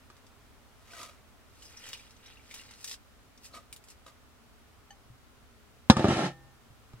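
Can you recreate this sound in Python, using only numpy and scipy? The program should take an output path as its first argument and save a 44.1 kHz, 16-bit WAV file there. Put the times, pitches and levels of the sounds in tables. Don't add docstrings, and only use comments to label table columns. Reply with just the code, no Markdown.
import sys
import numpy as np
from scipy import signal
from scipy.fft import rfft, irfft
from scipy.io import wavfile

SR = 44100
rng = np.random.default_rng(int(sys.argv[2]) if len(sys.argv) > 2 else 0)


def generate_wav(sig):
    pcm = np.round(np.clip(np.atleast_2d(sig).T, -1, 1) * 32767).astype(np.int16)
    wavfile.write(sys.argv[1], SR, pcm)


N = 308700
T = np.arange(N) / SR

# frequency in Hz, relative density in dB.
ROOM_SPECTRUM = [(13, -43), (22, -10), (64, -4.5), (110, -8.5), (175, -18.5), (240, -10), (342, -19.5),
                 (426, -15), (475, -19.5), (698, -19), (869, -20.5), (1350, -19.5), (1600, -23.5),
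                 (2600, -27), (4630, -31.5), (15500, -39.5)]
CRACK_SPECTRUM = [(80, -21), (200, -1), (330, 8.5), (500, -1), (850, 0.5), (1200, 7), (1550, 0),
                  (2000, -7.5), (3600, -5.5), (5000, -10), (7800, -16.5), (9400, -20.5), (11200, -42),
                  (15000, -37.5)]
JUDDER_SPECTRUM = [(29, -55), (50, -49.5), (134, 1.5), (216, -5.5), (339, 4), (381, -7.5), (670, -4),
                   (883, -4), (977, -34.5), (1270, -20), (1600, -39.5), (2080, -71)]
GRIT_SPECTRUM = [(590, -44), (1000, -6.5), (1260, 0), (1490, -5.5), (1820, -3.5), (1970, -9.5),
                 (2450, -8.5), (3530, -13.5), (9250, -27.5), (14600, -55), (15500, -83)]
LANDING_SPECTRUM = [(180, -26), (300, -14), (685, -4.5), (821, -20.5), (1220, -1.5), (1620, -11.5),
                    (1910, -5.5), (7750, -12), (15500, -20)]
TEAR_SPECTRUM = [(400, -18), (1500, 1.5), (3000, 3.5), (5500, 9), (9000, 2), (15000, -12.5)]
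RUSTLE_SPECTRUM = [(240, -40), (400, -6), (796, -21), (928, -9.5), (1660, -24.5), (1820, 3.5), (2190, -7),
                   (2550, 4.5), (3250, -1.5), (5150, 6), (9000, 0.5), (15500, -14)]
# frequency in Hz, side over mid in dB.
ROOM_SIDE_GAIN = [(50, -0.5), (130, 0), (300, -4.5), (1300, -3), (3000, 0.5), (15000, -0.5)]

# frequency in Hz, relative level in dB, t60 in seconds.
FLOOR_MODES = [(118, 3.4, 0.16), (66, 4.7, 0.051)]
STEEL_MODES = [(806, -3.5, 0.11), (1786, 0, 0.049), (3050, 7, 0.017), (4270, -5, 0.02), (4620, -7, 0.035),
               (6255, -3.5, 0.043), (8030, -9, .025)]
WORKTOP_MODES = [(138.2, -29, 0.4), (176.5, -6.5, 0.031), (221.3, 1, 0.038), (322, -25.5, 0.08),
                 (410, -34.5, 0.021), (495, -25, 0.078), (530, -22, 0.13), (760, -19.5, 0.055),
                 (770, -21, 0.081), (895, -17, 0.092), (1210, -10.5, .022), (1446, -22.5, 0.06),
                 (1690, -21.5, 0.06), (2440, -24, 0.038), (2990, -22, 0.03), (5790, -15, 0.076)]
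BOARD_MODES = [(344, 5, 0.04), (396, -1, 0.045), (586, -4.5, 0.16), (666, -4, 0.13), (760, -14.5, 0.2),
               (920, -13, 0.063), (1200, -8, 0.044), (1414, -17.5, 0.039)]
LID_MODES = [(134.6, 2, 0.99), (339, -6.5, 1), (504, -4.5, 0.6), (807, -5.5, 0.96), (1800, -3, 0.85)]
POT_AIR_MODES = [(571, -1.5, 0.11), (675, -4, 0.083), (1205, 6, 0.07), (1250, -1, 0.11), (1430, -19, 0.018),
                 (1960, -17, 0.016), (2500, 1, 0.011), (3910, 1, 0.022)]

# start in seconds, level in dB.
FLOOR_BUMPS = [(5.101, -48.5), (6.703, -51.5), (6.938, -43.5)]
STEEL_TAPS = [(4.9055, -44.5), (4.9205, -57)]
# start in seconds, thud level in dB, contact time in ms, crack trim in dB, board clack in dB.
WORKTOP_BLOWS = [(0.101, -60, .5, 19, -75), (5.899, -0.5, 0.31, -1, -36), (5.903, -14.5, 0.74, -3.5, -38.5),
                 (5.9676, -16, 0.7, -2.5, -50), (5.995, -20.5, 1.1, -3, -54), (6.044, -15, 0.66, -13, -19),
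                 (6.054, -21, 0.57, -8, -27), (6.084, -14.5, 0.55, -7, -47), (6.107, -18, 0.6, -19, -48),
                 (6.13, -23, 0.7, -12, -39), (6.169, -31.5, .4, 8, -31), (6.236, -33, 0.81, -10, -53),
                 (6.934, -64, 1.3, 18, -80)]
# start in seconds, length in seconds, judder in dB, grit in dB.
WORKTOP_SHOVES = [(5.941, 0.16, -34, -41), (6.069, 0.19, -31, -37.5)]
# thickest moment in seconds, brush in dB, pot air in dB,
# build-up t60 in seconds, settling t60 in seconds.
HANDFUL_LANDINGS = [(1.011, -45.5, -56, 0.46, 0.38), (3.556, -51, -52, 0.14, 0.2),
                    (4.08, -56, -61, 0.045, 0.16)]
# start in seconds, smack in dB, pot air in dB, pot pitch in Hz (moves with hand and heap).
LEAF_SLAPS = [(0.934, -47, -41, 1484), (1, -41, -41, 1260), (1.03, -39.5, -41.5, 1150),
              (1.052, -51, -45, 1220), (1.094, -47, -46.5, 1254), (3.54, -43, -42, 1240),
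              (3.547, -42, -50, 1155), (3.565, -41.5, -40, 1223), (3.573, -44, -42.5, 1205),
              (4.064, -44.5, -42.5, 1197), (4.081, -52, -44.5, 1178)]
# start in seconds, level in dB, tick pitch in Hz.
STALK_SNAPS = [(0.167, -49, 3080), (0.267, -47, 5000), (1.031, -32, 6900), (1.623, -38.5, 4500),
               (1.867, -35, 6960), (1.889, -35, 6960), (1.9315, -27, 3580), (2.108, -42.5, 4670),
               (2.167, -48, 4000), (2.261, -42, 6010), (2.372, -57, 2600), (2.512, -34, 2300),
               (2.5418, -29, 6000), (2.636, -50, 4000), (2.71, -40, 4260), (2.738, -43, 4960),
               (2.8436, -25, 6060), (2.88, -35, 4500), (2.9132, -23, 4400), (2.941, -33.5, 4000),
               (3.377, -43.5, 4840), (3.454, -35.5, 4200), (3.7275, -28, 7200), (3.738, -50, 6050),
               (3.763, -36, 8500), (3.84, -42, 7600), (3.886, -38, 6600), (3.903, -39.5, 7600),
               (4.064, -58, 4370)]
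# start in seconds, level in dB, starting pitch in Hz, t60 in seconds.
LEAF_SQUEAKS = [(0.103, -62, 5640, 0.021), (0.905, -48, 2390, 0.037), (1.621, -46.5, 2900, 0.031),
                (1.655, -52, 5260, 0.13), (1.772, -34.5, 5620, 0.018), (1.839, -39, 3000, 0.018),
                (1.9318, -27, 2780, 0.0095), (1.948, -40.5, 2510, 0.036), (1.993, -50, 2450, 0.084),
                (2.264, -46.5, 5560, .03), (2.371, -41, 2540, 0.014), (2.395, -47, 2210, 0.022),
                (2.51, -35.5, 2230, 0.02), (2.595, -42, 2620, 0.044), (3.535, -44.5, 4130, 0.033),
                (3.7265, -38, 2180, 0.015)]
# tightest moment in seconds, rustle in dB, crinkle in dB,
# build-up t60 in seconds, release t60 in seconds.
HAND_GRIPS = [(0.11, -102, -82, 1, 5.1), (0.92, -56.5, -63, 0.09, 0.33), (1.645, -58, -87, 0.31, 0.27),
              (1.884, -52, -52, 0.8, 0.76), (2.28, -64.5, -54.5, 0.24, 0.36),
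              (2.565, -54.5, -55, 0.44, 0.54), (2.74, -69, -62.5, 0.56, 0.43),
              (2.892, -46.5, -74, 0.37, 0.16), (2.942, -46.5, -73, 0.19, 0.038),
              (3.449, -46.5, -79, 0.077, 0.12), (3.91, -56, -68, 0.18, 0.11)]


def undb(db):
    return 10 ** (np.asarray(db) / 20)


def unit_rms(x):
    return x / np.sqrt(np.mean(x ** 2))


def unit_peak(x):
    return x / np.abs(x).max()


def add(track, start_s, sound):
    i = int(start_s * SR)
    track[i:i + len(sound)] += sound[:N - i]


def through(x, response):
    return signal.fftconvolve(x, response)[:len(x)]


def band(x, hz, kind, order=2):
    return signal.sosfilt(signal.butter(order, hz, kind, fs=SR, output="sos"), x)


def colour(x, spectrum, size=8192):
    hz, db = np.transpose(spectrum)
    bins_hz = np.maximum(np.fft.rfftfreq(size, 1 / SR), 1)
    cepstrum = irfft(np.log(undb(np.interp(np.log(bins_hz), np.log(hz), db))))
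    cepstrum[1:size // 2] *= 2
    cepstrum[size // 2 + 1:] = 0
    response = irfft(np.exp(rfft(cepstrum)))
    return through(x, response / np.linalg.norm(response))


def fade(t60_s):
    return undb(-60 * T[:SR] / t60_s)


def swell(peak_s, rise_t60_s, fall_t60_s):
    return undb(-60 * np.maximum((peak_s - T) / rise_t60_s, (T - peak_s) / fall_t60_s))


def stroke(start_s, length_s, attack_s, release_t60_s):
    release = undb(-60 * np.maximum(T - start_s - length_s, 0) / release_t60_s)
    return np.clip((T - start_s) / attack_s, 0, 1) * release


def ring(modes):
    return sum(undb(db) * fade(t60_s) * np.sin(2 * np.pi * hz * T[:SR]) for hz, db, t60_s in modes)


def walk(rate_hz):
    steps = rng.standard_normal(N // 50)
    return np.interp(T * rate_hz, np.arange(len(steps)), steps)


def grains(per_s, spread_db=0.0):
    size = undb(spread_db * np.minimum(rng.exponential(size=N), 4))
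    return unit_rms((rng.random(N) < per_s / SR) * size * rng.standard_normal(N))


def place(x, left_lag_ms, wet_db, t60_s, wet_bass_db=0.0, pan_left_db=0.0):
    bins_hz, crossover_hz = np.fft.rfftfreq(N, 1 / SR), 604
    echo_spectrum = [(300, wet_bass_db), (1300, wet_bass_db / 2), (4000, 0.022)]
    shared = band(rng.standard_normal(SR), crossover_hz, "low", order=1)
    channels = []
    for side in (1, -1):
        delay_s = side * left_lag_ms / 2000
        direct = irfft(rfft(x) * np.exp(-2j * np.pi * bins_hz * delay_s), N)
        echoes = shared + band(rng.standard_normal(SR), crossover_hz, "high", order=1)
        walls = colour(echoes, echo_spectrum) * fade(t60_s) * (T[:SR] > 0.002)
        wet = undb(wet_db) * through(x, walls / np.linalg.norm(walls))
        channels.append(undb(side * pan_left_db / 2) * (direct + wet))
    return np.array(channels)


def room_tone():
    mid = colour(rng.standard_normal(N), ROOM_SPECTRUM) * undb(0.5 * walk(rate_hz=0.38))
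    hz, db = np.transpose(ROOM_SIDE_GAIN)
    width = undb(np.interp(np.fft.rfftfreq(N, 1 / SR), hz, db))
    side = irfft(rfft(colour(rng.standard_normal(N), ROOM_SPECTRUM)) * width, N)
    return undb(-60.5) * np.array([mid + side, mid - side])


def small_knocks():
    out, soft_onset = np.zeros(N), 1 - fade(0.011)
    for events, modes in ((STEEL_TAPS, STEEL_MODES), (FLOOR_BUMPS, FLOOR_MODES)):
        for start_s, db in events:
            add(out, start_s, undb(db) * ring(modes) * soft_onset)
    return place(out, left_lag_ms=-0.042, wet_db=-6.0, t60_s=0.13, wet_bass_db=-18)


def lid(shaking):
    out = 0
    for hz, db, t60_s in LID_MODES:
        memory = fade(t60_s) ** 2
        energy = np.abs(through(shaking ** 2, memory / memory.sum()))
        out += undb(db) * np.sqrt(energy) * np.sin(2 * np.pi * hz * T)
    return out


def blows():
    out, body, clack = np.zeros(N), ring(WORKTOP_MODES), ring(BOARD_MODES)
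    for start_s, db, contact_ms, crack_trim_db, clack_db in WORKTOP_BLOWS:
        progress = 1000 * T[:SR] / contact_ms
        force = progress * np.exp(-6 * progress)
        thud = through(body, force / force.sum())
        burst = rng.standard_normal(SR) * (fade(0.017) + undb(-13.5) * fade(0.12))
        crack = undb(crack_trim_db - 5.5) * colour(burst, CRACK_SPECTRUM)
        add(out, start_s, undb(db) * (crack - thud) - undb(clack_db) * clack)
    return out


def groan():
    start_s, length_s, base_hz, rise_hz_per_s = 6.215, 0.036, 160.6, 330
    glide_hz = base_hz + rise_hz_per_s * np.clip(T - start_s, 0, length_s)
    pitch_hz = glide_hz * (1 + 0.03 * walk(rate_hz=110))
    envelope = stroke(start_s, length_s, attack_s=0.029, release_t60_s=0.2)
    return undb(-25) * envelope * np.sin(2 * np.pi * np.cumsum(pitch_hz) / SR)


def shove(low_cut_hz):
    judder_gain, grit_gain = 0, 0
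    for start_s, length_s, judder_db, grit_db in WORKTOP_SHOVES:
        speed = stroke(start_s, length_s, attack_s=0.037, release_t60_s=0.16)
        slid_s = np.clip(T - start_s, 0, length_s)
        judder_gain += speed * undb(judder_db - 0.5 * slid_s)
        grit_gain += speed * undb(grit_db)
    judder = unit_rms(colour(grains(per_s=2200), JUDDER_SPECTRUM)) * judder_gain
    judder *= undb(2.0 * walk(rate_hz=55) + 1.0)
    grit = unit_rms(colour(grains(per_s=11000), GRIT_SPECTRUM)) * grit_gain
    return band(judder, low_cut_hz, "high") + groan() + grit


def worktop():
    low_cut_hz = 72
    knocks = band(blows(), low_cut_hz, "high", order=4)
    scrape = shove(low_cut_hz)
    ringing = undb(-23.0) * lid(undb(-7.5) * knocks + scrape)
    struck = place(knocks, left_lag_ms=0.1, wet_db=-3, t60_s=0.03, wet_bass_db=-14, pan_left_db=-0.5)
    slid = place(scrape, left_lag_ms=0.081, wet_db=2, t60_s=0.074, wet_bass_db=-10.5, pan_left_db=-1)
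    return struck + ringing + slid


def slaps():
    out, open_pot_hz = np.zeros(N), 1218
    for start_s, smack_db, air_db, pot_hz in LEAF_SLAPS:
        smack = colour(rng.standard_normal(SR) * fade(0.055), LANDING_SPECTRUM)
        plop = ring(np.array(POT_AIR_MODES) * [pot_hz / open_pot_hz, 1, 1])
        add(out, start_s, undb(air_db) * unit_peak(plop) + undb(smack_db) * unit_peak(smack))
    return out


def landings():
    brush_gain, air_gain = 0, 0
    for peak_s, brush_db, air_db, build_s, settle_s in HANDFUL_LANDINGS:
        falling = swell(peak_s, build_s, settle_s)
        brush_gain += undb(brush_db) * falling
        air_gain += undb(air_db) * falling
    brush = colour(grains(per_s=6000, spread_db=2.7), LANDING_SPECTRUM) * brush_gain
    leaves = brush + slaps()
    hollow = ring(POT_AIR_MODES)
    air = through(grains(per_s=2800) * air_gain, hollow / np.linalg.norm(hollow))
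    return place(leaves + air, left_lag_ms=-0.034, wet_db=-4, t60_s=0.014,
                 wet_bass_db=1.5, pan_left_db=0.5)


def squeak(start_hz, t60_s):
    t, rise, wobble, attack_s = T[:SR], 0.305, 0.054, 0.0014
    pitch_hz = start_hz * (1 + rise * np.minimum(t / t60_s, 1) + wobble * walk(rate_hz=550)[:SR])
    return np.minimum(t / attack_s, 1) * fade(t60_s) * np.sin(2 * np.pi * np.cumsum(pitch_hz) / SR)


def snaps_and_squeaks():
    out, reference_hz = np.zeros(N), 4540
    for start_s, db, tick_hz in STALK_SNAPS:
        spectrum = np.array(TEAR_SPECTRUM) * [np.sqrt(tick_hz / reference_hz), 1]
        tear = colour(rng.standard_normal(SR) * (fade(0.0042) + undb(-7.0) * fade(0.034)), spectrum)
        tick = ring([(tick_hz, -10, 0.004)])
        add(out, start_s, undb(db) * (unit_peak(tear) + tick))
    for start_s, db, start_hz, t60_s in LEAF_SQUEAKS:
        add(out, start_s, undb(db) * squeak(start_hz, t60_s))
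    return place(out, left_lag_ms=-0.052, wet_db=-2.0, t60_s=0.087, pan_left_db=0.9)


def fold_clicks(count):
    centre_hz, spread_octaves, spread_db, t60_s = 2760, 0.5, 3, 0.0052
    out, t = np.zeros(N), T[:SR // 50]
    for start_s, (pitch, size) in zip(rng.random(count) * T[-1], rng.standard_normal((count, 2))):
        hz = centre_hz * 2 ** (spread_octaves * pitch)
        add(out, start_s, undb(spread_db * size - 60 * t / t60_s) * np.sin(2 * np.pi * hz * t))
    return unit_rms(out)


def handling():
    rustle_gain, crinkle_gain = 0, 0
    for peak_s, rustle_db, crinkle_db, build_s, release_s in HAND_GRIPS:
        pressure = swell(peak_s, build_s, release_s)
        rustle_gain += undb(rustle_db) * pressure
        crinkle_gain += undb(crinkle_db) * pressure
    rustle = colour(grains(per_s=5500, spread_db=3.5), RUSTLE_SPECTRUM) * rustle_gain
    rustle *= undb(1.65 * walk(rate_hz=90))
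    crinkle = fold_clicks(count=5000) * crinkle_gain
    return place(rustle + crinkle, left_lag_ms=-0.068, wet_db=-2.0, t60_s=0.056)


def scene():
    return handling() + snaps_and_squeaks() + landings() + worktop() + small_knocks() + room_tone()


def record(dry):
    ceiling, top_hz = 0.95, 15800
    clipped = dry / (1 + (dry / ceiling) ** 8) ** (1 / 8)
    return signal.sosfilt(signal.ellip(8, 0.2, 70, top_hz, fs=SR, output="sos"), clipped)


dry = scene()
out = record(dry)
generate_wav(out)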